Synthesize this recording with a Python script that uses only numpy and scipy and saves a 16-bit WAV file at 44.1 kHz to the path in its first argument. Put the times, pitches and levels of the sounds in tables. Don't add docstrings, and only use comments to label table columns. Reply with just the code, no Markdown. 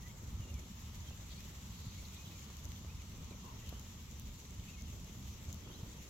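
import sys
import numpy as np
from scipy import signal
from scipy.fft import rfft, irfft, next_fast_len
from scipy.io import wavfile
from scipy.ndimage import uniform_filter1d, map_coordinates

SR = 44100
rng = np.random.default_rng(int(sys.argv[2]) if len(sys.argv) > 2 else 0)


def output_pcm(signal):
    pcm = np.clip(np.atleast_2d(signal).T, -1, 1) * 32767
    wavfile.write(sys.argv[1], SR, np.round(pcm).astype(np.int16))


N = 268657
TIME = np.arange(N) / SR


def amp(db):
    return 10 ** (np.asarray(db) / 20)


def unit(x):
    return x / np.sqrt(np.mean(x ** 2) + 1e-20)


def along(points, hz):
    f, v = np.transpose(points)
    return np.interp(np.log(hz + 1), np.log(f + 1), v)


def curves(rows):
    s, *columns = np.transpose(rows)
    return [np.interp(TIME, s, column) for column in columns]


def wobble(rate):
    knots = rng.standard_normal(int(N * rate / SR) + 4)
    return map_coordinates(knots, [TIME * rate])


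def filtered(x, response):
    size = x.shape[-1]
    padded = next_fast_len(size + SR // 4)
    spectrum = rfft(x, padded) * response(np.fft.rfftfreq(padded, 1 / SR))
    return irfft(spectrum, padded)[..., :size]


def band(size, hz, width_hz):
    noise = rng.standard_normal((2, size))
    return unit(filtered(noise, lambda f: np.exp(-.5 * (2 * (f - hz) / width_hz) ** 2)))


def side_gains(pan_db):
    return amp([[pan_db / 2], [-pan_db / 2]])


def add(out, s, sound):
    start = max(round(s * SR), 0)
    part = out[:, start:][:, :sound.shape[-1]]
    part += sound[..., :part.shape[-1]]


def patchy(depth_db):
    cells = signal.stft(rng.standard_normal((2, N)), nperseg=512)[2]
    field = rng.standard_normal(cells.shape[1:])
    field = uniform_filter1d(field, size=7, axis=0)
    field = uniform_filter1d(field, size=12, axis=1)
    uneven = cells * amp(depth_db * unit(field))
    return unit(signal.istft(uneven, nperseg=512)[1][:, :N])


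def placed(pair, spectrum):
    # f/Hz, likeness (1 = identical)
    alike = [(60, 0.99), (130, 0.96), (290, 0.92), (640, 0.65), (1300, 0), (2300, 0.18), (4000, 0),
             (15000, 0)]

    def mid_side_gains(hz):
        turn = np.arccos(np.clip(along(alike, hz), -1, 1)) / 2
        return amp(along(spectrum, hz)) * [np.cos(turn), np.sin(turn)]

    mid, side = filtered(pair, mid_side_gains)
    return np.array([mid + side, mid - side]) / np.std(mid)


def flames(rumble_db=-0.5, flicker_db=0.7, flicker_rate=24, tips_db=-57.0, tips_follow=0.43,
           flutter_db=1.0, flutter_rate=40, rush_db=-1.02, gust_db=2.5):
    # t/s, level/dB before rumble_db
    flame = [(0.0, -50), (0.2, -51), (0.34, -45.5), (0.45, -46), (0.57, -44.5), (0.64, -50.5),
             (0.79, -55.5), (0.85, -49.5), (1.04, -48.5), (1.15, -49.5), (1.62, -53), (1.71, -50),
             (2.0, -50), (2.56, -54), (2.66, -47), (2.81, -52), (2.9, -48), (3.07, -51.5), (3.2, -45.5),
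             (3.36, -51), (3.6, -50), (3.75, -50), (3.92, -51.5), (4.29, -47.5), (4.41, -57), (4.52, -48.5),
             (4.8, -52), (4.95, -47), (5.08, -51), (5.22, -47), (5.4, -48.5), (5.64, -48), (5.9, -52.5),
             (6.09, -52)]
    # t/s, level/dB before rush_db
    draught = [(0.0, -67), (0.56, -64.5), (0.8, -68), (2.88, -67), (3.01, -69.5), (3.5, -65), (3.99, -68.5),
               (4.9, -66), (5.4, -65), (5.75, -61), (6.09, -65)]
    # f/Hz, relative level/dB
    rumble_colour = [(12, -31), (22, -14.5), (40, -9.5), (55, -3.5), (69, -0.2), (90, -4), (114, -8.5),
                     (150, -15.5), (200, -24), (400, -75)]
    tips_colour = [(90, -15.5), (130, -3.5), (150, -5.5), (175, -1.5), (220, -4.5), (280, -14.5),
                   (400, -29), (800, -53), (1600, -84)]
    rush_colour = [(120, -24), (300, 3), (450, 0.5), (650, -4.5), (900, -11), (1500, -12.5), (4000, -97)]

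    strength_db = curves(flame)[0]
    mean_db = strength_db.mean()
    flare_db = strength_db - mean_db + flicker_db * wobble(flicker_rate)
    rumble = placed(rng.standard_normal((2, N)), rumble_colour)
    rumble *= amp(mean_db + flare_db + rumble_db)

    tips = placed(rng.standard_normal((2, N)), tips_colour)
    tips *= amp(tips_db + tips_follow * flare_db + flutter_db * wobble(flutter_rate))

    rush = placed(patchy(depth_db=0.34), rush_colour)
    rush *= amp(curves(draught)[0] + rush_db + gust_db * wobble(60))
    return rumble + tips + rush


def puffs():
    # t/s (middle), level/dB, f/Hz, half-length/cycles
    gas_pockets = [(0.347, -33.5, 65.5, 0.79), (0.401, -32, 89, 0.35), (0.515, -39, 78.5, 1.2),
                   (0.555, -40, 63, 0.84), (1.871, -34, 119, 0.35), (2.878, -43, 74.5, 0.98),
                   (3.312, -44, 267, 0.23), (4.28, -42, 47, 0.59), (4.599, -36, 88.5, 0.48),
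                   (5.098, -46.5, 305, .35), (5.487, -38, 76, 0.55), (5.835, -35, 108, 0.3)]
    out = np.zeros(N)
    for s, db, hz, cycles in gas_pockets:
        u = (TIME - s) * hz
        out += amp(db) * np.sin(2 * np.pi * u) * np.exp(-.5 * (u / cycles) ** 2)
    return out


def sizzle(rate=600, spread_db=4.5, t60=0.0048, grain_db=-9, hiss_db=3.0, seep_db=-5.0,
           flicker_db=0.69, clump_db=6.5):
    # t/s, sizzle level/dB before hiss_db, steam level/dB before seep_db
    boiling = [(0.0, -66, -71), (0.56, -66, -64.5), (0.84, -64.5, -65.5), (2.24, -63.5, -62.5),
               (3.18, -66, -63.5), (3.7, -64.5, -63), (3.94, -65, -65), (4.78, -65, -64),
               (5.04, -64.5, -65), (6.09, -65, -64.5)]
    # f/Hz, relative level/dB
    hiss_colour = [(700, -38), (1500, -8.5), (2000, -2.5), (2700, -3), (3600, -1), (5000, -5.5),
                   (6200, 2.5), (7200, 1.5), (8000, -6), (8900, -27), (10000, -11), (11500, -8),
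                   (13500, -7), (16000, -11.5)]
    steam_colour = [(1500, -29), (2800, -4), (3800, -5), (4600, -9), (6000, -7), (9000, -43)]
    biggest_burst = 3.4

    boil_db, steam_db = curves(boiling)
    flicker = wobble(42)
    chance = rng.random(N)
    size = np.minimum(rng.exponential(size=N), biggest_burst)
    bursts = (chance < rate / SR) * amp(spread_db * size + clump_db * np.tanh(flicker))
    fade = amp(-60 * np.arange(SR // 50) / SR / t60)
    grains = unit(signal.fftconvolve(bursts, fade)[:N] * rng.standard_normal((2, N)))

    hiss = placed(patchy(depth_db=1.6) + amp(grain_db) * grains, hiss_colour)
    hiss *= amp(boil_db + hiss_db + flicker_db * flicker)
    steam = amp(steam_db + seep_db) * placed(patchy(depth_db=-0.2), steam_colour)
    return hiss + steam


def ticks(t60=0.0069, rise=.0001, top_db=-8.0, body_db=-14.5, level_db=-2):
    # t/s, level/dB before level_db, middle band/dB, left minus right/dB
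    snaps = [(0.542, -42, 0, -1), (0.5932, -43, -3, 2), (1.319, -46, -1, 6), (2.146, -42, -2, 6),
             (2.5692, -40.5, -4.5, 11), (2.6537, -41.5, -1.5, 13), (2.6904, -41, -11, 5),
             (3.097, -47, -1, 6), (3.692, -33.5, -13, 11), (3.697, -42, -8, 11), (3.7956, -38, -6, 7),
             (3.8134, -51, 4, 4), (4.113, -41, -4, 10), (4.197, -33, -10, 1), (4.219, -50, 1, 4),
             (4.5075, -51.5, 7, 8), (4.821, -49, 6, 9), (5.0454, -42.5, -3, 5), (5.5282, -36.5, -5.5, 11),
             (5.5444, -39.5, -8, 11)]
    out, t = np.zeros((2, N)), np.arange(SR // 30) / SR
    for s, db, middle_db, pan_db in snaps:
        crack = amp(top_db) * band(len(t), 13300, 3600)
        crack += amp(middle_db) * band(len(t), 6480, 1400)
        crack += amp(body_db) * band(len(t), 3860, 1300)
        fade = amp(db + level_db - 60 * t / t60) * (1 - np.exp(-t / rise))
        add(out, s, fade * crack * side_gains(pan_db))
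    return out


def pops(t60=0.011, hz=500, width_hz=1300):
    # t/s, starting level/dB
    ember_bursts = [(1.108, -53), (2.501, -49), (2.848, -50.5), (3.311, -66), (3.701, -53), (3.726, -42),
                    (5.675, -47), (5.834, -48)]
    out, t = np.zeros((2, N)), np.arange(SR // 20) / SR
    for s, db in ember_bursts:
        add(out, s, amp(db - 60 * t / t60) * band(len(t), hz, width_hz)[0])
    return out


def whistles(width_hz=300, sputter_db=3, sputter_hz=80):
    # start t/s, length/s, first f/Hz, middle f/Hz, last f/Hz, level/dB,
    # hoarseness (ratio to the pure tone), left minus right/dB before the fire's own lean
    whistling = [(0.025, 0.061, 1870, 1955, 2030, -65, .3, -9),
                 (0.095, 0.022, 2100, 2160, 2210, -65, .4, -1),
                 (0.385, 0.087, 3260, 2900, 2700, -65, .6, -1),
                 (0.471, 0.046, 2760, 2830, 2700, -63.5, .35, -5),
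                 (0.515, 0.088, 2600, 2330, 2140, -66, .3, 1),
                 (1.056, 0.048, 3130, 3200, 3100, -64, .4, -9),
                 (1.105, 0.048, 2930, 2690, 2520, -66, 1.8, -6),
                 (1.348, 0.068, 2190, 2380, 2560, -68, .35, 1),
                 (1.968, 0.042, 2180, 2200, 2480, -65, .3, 2),
                 (2.165, 0.09, 2370, 2500, 2490, -65.5, .2, -4),
                 (2.248, 0.03, 2990, 3210, 2900, -62, .3, -4),
                 (2.305, 0.067, 2570, 2510, 2270, -66, .3, -3),
                 (2.398, 0.038, 2190, 2280, 2380, -69, .4, 2), (2.748, 0.04, 3110, 3500, 3600, -65, .8, -3),
                 (2.869, 0.06, 2130, 2470, 2690, -67, .9, 1), (2.98, 0.05, 2760, 2460, 2130, -67.5, .8, 3),
                 (3.294, 0.052, 2710, 2460, 2300, -66, .8, 6),
                 (3.575, 0.055, 3490, 2840, 2560, -69, .6, -7),
                 (3.622, 0.032, 1930, 1960, 1990, -68, .3, -3),
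                 (3.634, 0.04, 2510, 2760, 2900, -66, .6, -4),
                 (3.683, 0.035, 3200, 2750, 2600, -66.5, 1, 3),
                 (3.701, 0.12, 2900, 3000, 3160, -71, .9, -5), (4.265, 0.06, 2640, 2400, 2160, -71, .8, 4),
                 (4.66, 0.064, 2365, 2630, 2900, -65.5, .5, -1),
                 (4.728, 0.038, 2700, 2520, 2430, -65, 1, 1),
                 (4.753, 0.085, 2210, 2170, 2155, -67.5, .3, 1),
                 (4.82, 0.098, 3300, 3040, 2460, -67, .9, 2), (5.645, 0.037, 3180, 3380, 3320, -66, .9, 0),
                 (5.675, 0.053, 2630, 2860, 3480, -65, .8, -6),
                 (5.727, 0.047, 3610, 4000, 4130, -64, 1.4, -3)]
    # f/Hz, lead/radians
    left_lead = [(2000, .3), (2500, 1.2), (2800, 1.2), (3200, 2.6)]
    out = np.zeros((2, N))
    for s, length, first, middle, last, db, hoarse, pan_db in whistling:
        u = np.linspace(0, 1, int(length * SR))
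        size = len(u)
        pitch = np.polyval(np.polyfit([0, .5, 1], [first, middle, last], 2), u)
        phase = 2 * np.pi * np.cumsum(pitch) / SR
        shake = band(size, 0, width_hz) * np.cos(phase)
        shake += band(size, 0, width_hz) * np.sin(phase)
        pure = np.cos(phase + along(left_lead, pitch) * np.array([[.5], [-.5]]))
        sputter = amp(sputter_db * band(size, 0, sputter_hz)[0])
        tone = unit(sputter * (pure + hoarse * shake / np.sqrt(2)))
        swell = np.sqrt(np.abs(np.sin(np.pi * u)))
        add(out, s, amp(db) * swell * tone * side_gains(pan_db))
    return out


def spurts(level_db=1):
    # middle t/s, length/s, f/Hz, width/Hz, level/dB before level_db
    jets = [(1.32, 0.055, 3920, 1500, -58), (1.375, 0.063, 4300, 700, -63), (1.869, 0.44, 4200, 1100, -64),
            (2.055, 0.023, 4150, 900, -58.5), (2.17, 0.036, 3740, 900, -60.5),
            (2.283, 0.023, 3750, 700, -60.5), (3.31, 0.014, 4020, 700, -60), (3.481, .13, 1020, 239, -59.5),
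            (3.68, 0.2, 3000, 600, -67), (3.729, 0.1, 1090, 750, -66), (5.735, .2, 3200, 450, -66)]
    out = np.zeros((2, N))
    for s, length, hz, width_hz, db in jets:
        size = int(length * SR)
        swell = np.sin(np.linspace(0, np.pi, size))
        add(out, s - length / 2, amp(db + level_db) * swell * band(size, hz, width_hz))
    return out


def air():
    # t/s, level/dB
    hush = [(0, -68.5), (1.0, -69), (3.75, -68.5), (4.0, -70.5), (6.09, -70.8)]
    # f/Hz, relative level/dB
    hush_colour = [(450, -23), (720, -7), (900, 1), (1250, 0), (1600, -10.5), (2200, -8), (5000, -35)]
    return amp(curves(hush)[0]) * placed(patchy(depth_db=1), hush_colour)


def scene():
    # f/Hz, left minus right/dB
    lean = [(60, -1), (200, 0.8), (380, -3), (700, -1.5), (1290, 3), (2380, -0.5), (4400, 1), (8000, 2.6),
            (14000, 1.5)]
    fire = flames() + puffs() + sizzle() + pops() + whistles() + spurts() + air()
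    leaning = filtered(fire, lambda hz: amp(np.outer([.5, -.5], along(lean, hz))))
    return leaning + ticks()


def record(dry, top_hz=15850):
    return filtered(dry, lambda hz: hz < top_hz)


dry = scene()
out = record(dry)
output_pcm(out)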